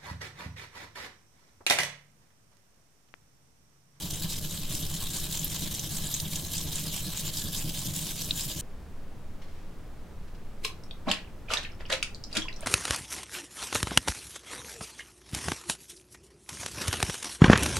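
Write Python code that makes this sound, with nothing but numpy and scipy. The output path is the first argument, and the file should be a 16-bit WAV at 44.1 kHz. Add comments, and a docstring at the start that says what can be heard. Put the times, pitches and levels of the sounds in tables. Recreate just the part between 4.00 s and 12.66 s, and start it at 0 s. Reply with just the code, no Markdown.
"""Grating ginger, then shaking cider

Ginger is rubbed quickly to and fro on a ceramic grater: noise and crackle make the tearing fibres,
resonances make the ringing and juddering dish, and clouds of small damped tones make the wet fizz.
The scene then changes abruptly to a quiet kitchen, where a plastic jug of cider is tipped over and shaken:
rising damped tones gulp and pop, noise bursts slap the walls, and swells of crackle make the spray.
A soft ventilation rumble of shaped noise runs under both."""
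import sys
import numpy as np
from scipy import signal
from scipy.fft import rfft, irfft, next_fast_len
from scipy.io import wavfile
from scipy.ndimage import uniform_filter1d, map_coordinates

SR = 44100
rng = np.random.default_rng(int(sys.argv[2]) if len(sys.argv) > 2 else 0)


def bounce(signal):
    """Save signal as a 16-bit WAV file at the path given by the first command-line argument."""
    frames = np.transpose(np.atleast_2d(signal))
    limited = np.clip(frames, -1, 1)
    pcm = np.round(limited * 32767).astype(np.int16)
    wavfile.write(sys.argv[1], SR, pcm)


N = 381906
TOP_HZ = 15900  # nothing sounds above this
CHANGE_S = 4.612  # the grating has stopped by this time


def amp(db):
    """Decibels to gain."""
    return 10 ** (np.asarray(db) / 20)


def unit(x):
    """Scale x to an rms (average strength) of 1."""
    return x / np.sqrt(np.mean(x ** 2) + 1e-20)


def clock():
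    """Time of every sample in seconds."""
    return np.arange(N) / SR


def along(points, hz):
    """Read a curve of (Hz, value) points, joined by straight lines on a log pitch axis."""
    f, v = np.transpose(points)
    return np.interp(np.log(hz + 1), np.log(f + 1), v)


def wobble(rate):
    """A smooth random curve with rate random points a second."""
    knots = rng.standard_normal(int(N * rate / SR) + 4)
    return map_coordinates(knots, [clock() * rate])


def filtered(x, response):
    """Multiply the spectrum of x by a response that depends on frequency."""
    size = 2 * next_fast_len((N + SR // 2) // 2)
    hz = np.fft.rfftfreq(size, 1 / SR)
    return irfft(rfft(x, size) * response(hz), size)[..., :N]


def coloured(x, spectrum):
    """Give x a (Hz, dB) tone colour without smearing it backwards in time."""
    def response(hz):
        cepstrum = irfft(np.log(amp(along(spectrum, hz)) + 1e-6))
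        # folding the cepstrum forwards makes the filter act only after each sound
        cepstrum[1:len(hz) - 1] *= 2
        cepstrum[len(hz):] = 0
        return np.exp(rfft(cepstrum))
    return filtered(x, response)


def resonate(x, modes):
    """Let x ring a body with (Hz, width Hz, dB) resonances of alternating sign."""
    def response(f):
        total = 0
        for k, (centre, width, db) in enumerate(modes):
            damping = 1j * f * width
            total = total + (-1) ** k * amp(db) * damping / (centre * centre - f * f + damping)
        return total
    return filtered(x, response)


def add(track, s, sound):
    """Mix a sound into the track at time s."""
    start = max(round(s * SR), 0)
    track[start:start + len(sound)] += sound[:max(N - start, 0)]


def crackle(rate, spread_db):
    """Random clicks of uneven size, about rate a second, rms 1."""
    sizes = amp(spread_db * np.clip(rng.standard_normal(N), -2, 2)) * rng.choice([-1, 1], N)
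    return unit(sizes * (rng.random(N) < rate / SR))


def ping(t, hz, t60, attack, glide):
    """A bubble: a damped sine whose pitch rises as it dies by 60 dB in t60."""
    tone = np.sin(2 * np.pi * hz * t * (1 + glide * np.minimum(t / t60, 1)))
    return tone * 10 ** (-3 * t / t60) * (1 - np.exp(-t / attack))


def fizz(count, hz, octaves, cycles, spread_db):
    """A cloud of small bubbles at random times and pitches, rms 1."""
    t = np.arange(600) / SR
    pitch, size = np.clip(rng.standard_normal((count, 2)), -2, 2).T[:, :, None]
    pitch = np.minimum(hz * 2 ** (octaves * pitch), TOP_HZ)
    grains = amp(spread_db * size) * ping(t, pitch, cycles / pitch, 1 / pitch, 0.075)
    places = rng.integers(0, N, (count, 1)) + np.arange(len(t))
    return unit(np.bincount(places.ravel(), grains.ravel(), N)[:N])


def pops(rows, cycles, glide, scatter_db):
    """Single bubbles, each ringing for some cycles and shedding four fainter ones, lower or higher."""
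    out, t = np.zeros(N), np.arange(SR // 20) / SR
    for s, db, hz in rows:
        pop = ping(t, hz, cycles / hz, 2 / hz, glide)
        add(out, s, amp(db) * pop / np.abs(pop).max())
        for late, octave in rng.random((4, 2)):
            pitch = min(hz * 2 ** (1.51 * octave - .55), TOP_HZ)
            small = ping(t, pitch, cycles / pitch, 1 / pitch, glide)
            add(out, s + 0.013 * late ** 2, amp(db + scatter_db) * small)
    return out


def burst(t60):
    """A short crack of noise that dies by 60 dB in t60."""
    t = np.arange(SR // 20) / SR
    return rng.standard_normal(len(t)) * 10 ** (-3 * t / t60)


def echoes(x, decay, delay):
    """Blurred reflections: x spread over a dying noise tail of unit energy."""
    hz, t, z = signal.stft(rng.standard_normal(SR // 2), SR, nperseg=256)
    dying = z * amp(-60 * t / along(decay, hz)[:, None])
    tail = signal.istft(dying, SR, nperseg=256)[1]
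    tail = np.pad(tail / np.linalg.norm(tail), (round(delay * SR), 0))
    return signal.fftconvolve(x, tail)[:N]


def shifting_echoes(x, decay, rate, count):
    """Reflections off moving surfaces: several echo patterns fade in and out."""
    shares = np.array([wobble(rate) for _ in range(count)])
    shares /= np.linalg.norm(shares, axis=0)
    return sum(share * echoes(x, decay, delay=.0004) for share in shares)


def patchy(x, depth_db):
    """The colour flickers: each region of pitch swells on its own."""
    z = signal.stft(x, nperseg=256)[2]
    smoothing = np.outer(np.hanning(9), np.hanning(17))
    field = signal.fftconvolve(rng.standard_normal(z.shape), smoothing, "same")
    return signal.istft(z * amp(depth_db * unit(field)), nperseg=256)[1][:N]


def stereo(mid, side):
    """Left and right from the shared middle and the difference between the sides."""
    return np.array([mid + side, mid - side])


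# tone colour of the ventilation: (pitch [Hz], relative level [dB])
VENTILATION_COLOUR = [(4.7, -39.5), (8.0, 5.5), (19, 0.5), (38, -16), (69, -11), (139, -21), (169, -19),
                      (211, -22.5), (289, -26), (339, -27), (466, -28.5), (620, -32), (1250, -37.5),
                      (3230, -47.5), (15800, -58.5)]
# how wide it sounds: (pitch [Hz], side level against the middle [dB])
VENTILATION_WIDTH = [(20, -31.5), (45, -18), (70, -12.5), (110, -7.5), (160, -11), (500, -8.5), (900, -12),
                     (4000, -6.5), (9000, -6)]


def ventilation():
    """Moving air: steady noise shaped into a soft rumble with a little hiss."""
    mid, side = (unit(coloured(noise, VENTILATION_COLOUR)) for noise in rng.standard_normal((2, N)))
    side = filtered(side, lambda hz: amp(along(VENTILATION_WIDTH, hz)))
    return amp(-39.0) * stereo(mid, side)


# fingers touching the plastic: (time [s], level [dB], time to fade by 20 dB [s])
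FINGER_TOUCHES = [(5.417, -54.5, 0.058), (5.48, -66, 0.38), (5.55, -71, 0.41), (6.28, -61, .02),
                  (6.345, -60, .05)]


def fingers():
    """Skin brushes the jug as the hands take hold: fine crackle that starts at once and fades."""
    touch = np.zeros(N)
    for s, db, fade in FINGER_TOUCHES:
        touch += amp(db - 20 * np.abs(clock() - s) / fade) * (clock() > s)
    colour = [(600, -6), (1400, 2), (2600, 2), (6000, -6), (15000, -27)]
    return touch * unit(coloured(crackle(rate=3000, spread_db=2), colour))


# air pockets gulping through the liquid: (time [s], level [dB], pitch [Hz])
AIR_GULPS = [(6.647, -37, 437), (6.649, -32, 1050), (7.072, -27.5, 228), (7.074, -26.5, 647),
             (7.074, -28.5, 300), (7.081, -29.5, 795), (7.083, -29.5, 1080), (7.089, -29.5, 196),
             (7.091, -26, 605), (7.531, -29, 1190), (7.92, -30, 656), (7.929, -31.5, 527),
             (8.368, -31.5, 206), (8.378, -29, 312), (8.455, -37, 1024), (8.629, -35, 640),
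             (8.633, -41, 1650)]
# bubbles and drops in the jug: (time [s], relative level [dB], pitch [Hz])
SMALL_DROPS = [(6.651, -21.5, 4000), (6.8366, -39, 5400), (6.91, -30.5, 3540), (7.0888, -23.5, 3800),
               (7.1014, -20, 4100), (7.1354, -22, 2660), (7.4849, -31, 2410), (7.503, -25, 1340),
               (7.5715, -15.5, 3650), (7.582, -29, 1980), (7.65, -28, 2590), (7.662, -36, 1730),
               (7.854, -32, 2910), (7.903, -25, 1740), (8.1469, -30.5, 4500), (8.2387, -25, 5160),
               (8.328, -26.5, 4600), (8.4194, -23, 3280), (8.4835, -21.5, 2610), (8.5276, -32, 4030),
               (8.5626, -34.5, 5500), (8.6078, -29.5, 8900)]
GULP_T60_S, GULP_REF_HZ, GULP_SLOPE = 0.072, 600, 0.37  # larger, lower pockets ring longer


def bubbles():
    """Large air pockets gulp as low damped tones; small bubbles and drops plink."""
    gulps, t = np.zeros(N), np.arange(SR // 4) / SR
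    for s, db, hz in AIR_GULPS:
        t60 = GULP_T60_S * (GULP_REF_HZ / hz) ** GULP_SLOPE
        add(gulps, s, amp(db) * ping(t, hz, t60, attack=0.00053, glide=0.014))
    drops = amp(-3) * pops(SMALL_DROPS, cycles=26, glide=0.035, scatter_db=-5.5)
    reflected = amp(-9) * echoes(drops, [(1500, 0.047), (8000, 0.025)], delay=0.001004)
    return gulps + drops + reflected


# sharp slaps on the plastic: (time [s], relative level [dB], pitch [Hz], extra level of the crack [dB])
WALL_SLAPS = [(6.6481, -15, 2610, -2.5), (7.114, -7.5, 3040, -8), (7.5364, -22, 4340, 9.5),
              (7.927, -9, 3800, -11), (8.0271, -12.5, 2580, -2.5), (8.3689, -11, 3180, -3.5)]
# tone colour of slaps and spray: (pitch [Hz], relative level [dB])
SPRAY_COLOUR = [(700, -45), (1300, -5.5), (1900, -5), (2500, 0), (3800, -2), (4800, -2), (7000, -6),
                (10500, -14.5), (12000, -23), (15500, -42)]


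def slaps():
    """Liquid meets the wall flat on: a crack of noise and a pitched pop."""
    cracks = np.zeros(N)
    for s, db, hz, crack_db in WALL_SLAPS:
        add(cracks, s, amp(db + crack_db) * burst(t60=0.031))
    pitched = pops([row[:3] for row in WALL_SLAPS], cycles=15.0, glide=0.025, scatter_db=-15)
    return coloured(cracks, SPRAY_COLOUR) + amp(-6.0) * pitched


# waves of cider hitting the jug: (time [s], relative crest level [dB], time to rise by 20 dB [s],
# level of the low part against the crest [dB], level of the fine mist against the crest [dB])
CIDER_WAVES = [(6.649, -35, 0.017, -17, -7), (7.082, -39.5, 0.017, 12, -32),
               (7.119, -27, 0.019, -11.5, -29), (7.512, -29, 0.016, -7.5, -32),
               (7.538, -33.5, 0.038, 2, -19), (7.585, -42, 0.021, 4, -34), (7.628, -41.5, 0.012, -11, -30),
               (7.805, -46, 0.0085, 3, -30), (7.901, -31.5, 0.007, -1.5, -29), (7.928, -28, 0.022, -3, -28),
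               (8.371, -25.5, 0.038, -7.5, -26), (8.63, -46.5, 0.067, 2.5, -18)]
# tone colour of the mist: (pitch [Hz], relative level [dB])
MIST_COLOUR = [(2000, -23), (6000, -2), (11000, 0), (15500, -13)]
# resonances of the hollow jug: (pitch [Hz], width [Hz], relative level [dB])
JUG_HOLLOW = [(225, 75, -6), (460, 180, 1), (624, 103, 7), (1000, 320, -1), (1550, 260, -7)]
WAVE_FALL_S = 0.036  # a wave dies by 20 dB in this time
SETTLE_S = 0.15  # stray bubbles keep bursting after a wave and fade by 20 dB in this time


def waves():
    """Each wave breaks into spray and foam; heavy ones fold in air, which gurgles and keeps bursting."""
    splash, weight, fineness, settling = np.zeros((4, N))
    for s, db, rise, low_db, mist_db in CIDER_WAVES:
        t = clock() - s
        swell = amp(db - 20 * np.where(t < 0, -t / rise, t / WAVE_FALL_S))
        splash += swell
        weight += swell * amp(low_db)
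        fineness += swell * amp(mist_db)
        settling += amp(db + low_db - 20 * np.where(t < 0, -t / rise, t / SETTLE_S))
    flicker = amp(-8.5 + 4.5 * wobble(170))
    spray = flicker * unit(coloured(crackle(rate=3000, spread_db=1.0), SPRAY_COLOUR))
    foam = amp(-6.5) * fizz(count=3200, hz=2976, octaves=0.333, cycles=22, spread_db=-1)
    mist = unit(coloured(crackle(rate=3500, spread_db=6), MIST_COLOUR))
    gurgle = amp(-8) * fizz(count=2600, hz=1654, octaves=0.4, cycles=20, spread_db=4)
    hollow = amp(-6) * unit(resonate(crackle(rate=1500, spread_db=3.5), JUG_HOLLOW))
    stray = amp(-14.0) * fizz(count=1800, hz=2600, octaves=0.5, cycles=33, spread_db=5.5)
    return splash * (spray + foam) + fineness * mist + weight * (hollow + gurgle) + settling * stray


# how long the kitchen rings: (pitch [Hz], time to die by 60 dB [s])
KITCHEN_DECAY = [(200, 0.23), (1000, 0.3), (2700, 0.22), (6000, 0.23), (14000, 0.17)]


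def jug():
    """The shaken cider and the hands, with reflections from the kitchen and the counter."""
    direct = waves() + slaps() + bubbles() + fingers()
    room = amp(-5.5) * shifting_echoes(direct, KITCHEN_DECAY, rate=3, count=2)
    walls = amp(-6.5) * shifting_echoes(direct, KITCHEN_DECAY, rate=3, count=3)
    counter = amp(-5.5) * shifting_echoes(direct, [(1000, 0.012), (8000, 0.011)], rate=6, count=3)
    width = [(200, -1), (900, -7.5), (2300, -0.5), (4500, 0), (10000, 1)]
    return stereo(direct + room, coloured(walls + counter, width))


# one to-and-fro of the root per row: (start [s], relative scrape level of the push [dB], of the pull [dB],
# relative judder level of the push [dB], of the pull [dB])
HAND_STROKES = [(-0.15, -20, -35.5, -36, -37), (0.084, -36, -34, -39, -36.5),
                (0.279, -35, -35.5, -39, -37.5), (0.48, -36, -36.5, -38.5, -39),
                (0.677, -34.5, -34, -37.5, -34.5), (0.879, -35, -33, -38.0, -37.5),
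                (1.082, -34.5, -33, -39.5, -36.5), (1.286, -33.5, -33.5, -37.5, -36),
                (1.486, -34, -32.5, -38, -31.5), (1.689, -35.5, -34.5, -38.5, -35.5),
                (1.89, -34.5, -33, -36, -35), (2.092, -34.5, -35.5, -39.5, -34.5),
                (2.298, -35, -35.5, -38.5, -36.5), (2.504, -33, -34.5, -38, -35),
                (2.703, -33, -34, -37.5, -35), (2.908, -33.5, -34.5, -39, -34.5),
                (3.107, -34, -34.5, -41, -36), (3.318, -33, -35, -41, -32.5),
                (3.518, -33.5, -34.5, -39.0, -33), (3.722, -33.5, -33, -40.0, -33.5),
                (3.924, -33.5, -33.5, -38.0, -39), (4.135, -35, -34, -39, -35.5),
                (4.343, -33, -33, -39.5, -35.5), (4.542, -36, -35, -37, -37.0)]
PUSH_SHARE = 0.59  # part of each to-and-fro spent pushing; the pull back is quicker
PRESS_S, LIFT_S, LIFTED_DB = 0.023, 0.032, -2.3  # pressed down at the start, eased off at the end
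BITE_S, BITE_WIDTH_S, BITE_DB = 0.027, 0.011, 2.5  # it catches on the first teeth of each push


def hand():
    """The to-and-fro: progress through the stroke 0-1, pushing or not, and pressure, scrape, judder in dB."""
    start_s, push_db, pull_db, push_judder_db, pull_judder_db = np.transpose(HAND_STROKES)
    length_s = np.append(np.diff(start_s), np.diff(start_s).mean())
    row = np.maximum(np.searchsorted(start_s, clock(), "right") - 1, 0)
    since_s = clock() - start_s[row]
    left_s = length_s[row] - since_s
    phase = np.clip(since_s / length_s[row], 0, 1)
    pushing = phase < PUSH_SHARE
    progress = np.where(pushing, phase / PUSH_SHARE, (phase - PUSH_SHARE) / (1 - PUSH_SHARE))
    pressed = np.clip(np.minimum(since_s / PRESS_S, left_s / LIFT_S), 0, 1)
    bite_db = BITE_DB * np.exp(-((since_s - BITE_S) / BITE_WIDTH_S) ** 2)
    pressure_db = LIFTED_DB * (1 - pressed) + bite_db

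    def smooth_levels(push, pull):
        """Each stroke's own level, with the steps rounded over 10 ms."""
        return uniform_filter1d(np.where(pushing, push[row], pull[row]), size=SR // 100)

    scrape_db = smooth_levels(push_db, pull_db)
    judder_db = smooth_levels(push_judder_db, pull_judder_db)
    return progress, pushing, pressure_db, scrape_db, judder_db


# tone colour of tearing fibres: (pitch [Hz], relative level [dB])
TEARING_COLOUR = [(400, -21), (700, -8.5), (1050, -6), (1350, -15), (2150, -9.5), (2750, -6.5),
                  (3050, -1.5), (3800, 3.5), (4600, -3.5), (7400, -0.5), (10500, -4), (12800, -2.5),
                  (15500, -8)]
# ring of the ceramic: (pitch [Hz], width [Hz], relative level [dB])
CERAMIC_RING = [(1698, 91, -2), (3205, 190, 3.5), (3680, 1000, -8), (4060, 300, -21.5), (4950, 240, -1),
                (7160, 71, 7.5), (12200, 220, -2)]
# resonances of the dish on the counter: (pitch [Hz], width [Hz], relative level [dB])
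DISH_RESONANCES = [(79, 33.8, -7), (157.8, 28.9, 0), (203.5, 47.4, -9), (301.5, 46, -13), (621, 33, -21.5)]
# juice bubbles bursting under the root: (time [s], relative level [dB], pitch [Hz])
JUICE_BUBBLES = [(1.3942, -20, 6950), (1.4454, -12, 12200), (1.7933, -23, 6470), (2.0694, -21.5, 7600),
                 (2.141, -14, 6750), (4.3088, -11, 3800)]
# tough fibres snapping: (time [s], relative level [dB])
FIBRE_SNAPS = [(0.331, -23), (0.7503, -18.5), (1.199, -25.5), (1.3244, -22), (1.7944, -22), (2.2003, -20.5),
               (2.357, -20), (3.6926, -22.5), (3.962, -19)]
# how wide the reflections sound: (pitch [Hz], side level [dB])
GRATER_WIDTH = [(60, -6), (160, -20), (300, -11.5), (800, -20), (2000, -21), (2600, -3.5), (3300, -11.5),
                (5000, -4.5), (9000, -4.5), (12500, -6)]
LATE_PEAK = 1.45  # above 1, the hand is fastest late in a stroke
EARLY_PEAK = 0.95  # below 1, the dish is dragged hardest early in a stroke
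SCRAPE_DB, SCRAPE_SPEED_DB = -2, 5  # change at full speed; further loss at a standstill
TREBLE_DB, TREBLE_SPEED_DB = -2.5, 6.5  # extra treble gain at full speed; how much it rises at a standstill
JUICE_DB, JUICE_PUSH_DB = -2, 18.5  # wet fizz at the height of the push; loss away from it
JUDDER_SPEED_DB = 3.5  # how much weaker the judder is at the turns than at full drag


def grating():
    """Each stroke tears fibres on rows of teeth and shakes the dish; the push squeezes out the most juice."""
    progress, pushing, pressure_db, scrape_db, judder_db = hand()
    speed = np.sin(np.pi * progress ** LATE_PEAK)
    drag = np.sin(np.pi * progress ** EARLY_PEAK)
    eased_db = np.minimum(pressure_db, 0)
    stroke_db = scrape_db + SCRAPE_DB + pressure_db - SCRAPE_SPEED_DB * (1 - speed)
    # the root catches and slips on the teeth
    force = amp(stroke_db + 1.8 * wobble(200) + 0.52 * wobble(40))

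    fibres = amp(-3.0) * crackle(rate=1800, spread_db=0.5) + amp(-4.5) * rng.standard_normal(N)
    rasp = amp(-1.25) * unit(patchy(coloured(fibres, TEARING_COLOUR), depth_db=2.5))
    # the point of contact travels, so the ringing tones take turns
    ring = sum(amp(5.0 * wobble(22.12)) * resonate(fibres, [mode]) for mode in CERAMIC_RING)
    ring = amp(-13) * unit(ring)
    juice_db = JUICE_DB - JUICE_PUSH_DB * (1 - speed * pushing)
    wet = amp(juice_db) * fizz(count=9000, hz=7430, octaves=0.2, cycles=19, spread_db=6.0)
    # single fibres parting
    tick_colour = [(1000, -23), (2400, -28), (3200, 11.5), (9000, 1), (15500, -5.5)]
    ticks = amp(-13) * unit(coloured(crackle(rate=50, spread_db=0), tick_colour))
    scrape = force * (rasp + ring + wet + ticks)

    treble = filtered(scrape, lambda hz: hz ** 4 / (hz ** 4 + 6000 ** 4))
    # the treble dies away further when the root is eased off
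    treble_db = TREBLE_DB + TREBLE_SPEED_DB * (1 - speed) + eased_db + 0.37 * wobble(35)
    scrape = scrape + treble * (amp(treble_db) - 1)

    snaps = np.zeros(N)
    for s, db in FIBRE_SNAPS:
        add(snaps, s, amp(db - 6.5) * burst(t60=0.012))
    snaps = coloured(snaps, [(800, -25), (2200, -10.0), (3200, 7), (8000, 4), (15500, -5)])
    bursts = amp(-1.5) * pops(JUICE_BUBBLES, cycles=16, glide=0.015, scatter_db=-41) + snaps
    bursts = bursts + amp(-0.5) * echoes(bursts, [(3000, 0.011), (12000, 0.045)], delay=0.00096)

    # the teeth rock the dish
    bumps = crackle(rate=400, spread_db=-1.0)
    rocking = amp(judder_db + eased_db - JUDDER_SPEED_DB * (1.5 - drag))
    judder = rocking * unit(resonate(bumps, DISH_RESONANCES))

    direct = scrape + bursts + judder
    around = shifting_echoes(direct, [(200, 0.14), (3000, 0.053), (12000, 0.059)], rate=10, count=4)
    return stereo(direct, filtered(around, lambda hz: amp(along(GRATER_WIDTH, hz))))


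def scene():
    """The grating stops dead when the scene changes; the ventilation runs throughout."""
    at_grater = np.clip((CHANGE_S - clock()) / .003, 0, 1)
    return ventilation() + jug() + at_grater * grating()


def record(dry):
    """Nothing is kept above the band limit."""
    return filtered(dry, lambda hz: hz < TOP_HZ)


dry = scene()
out = record(dry)
bounce(out)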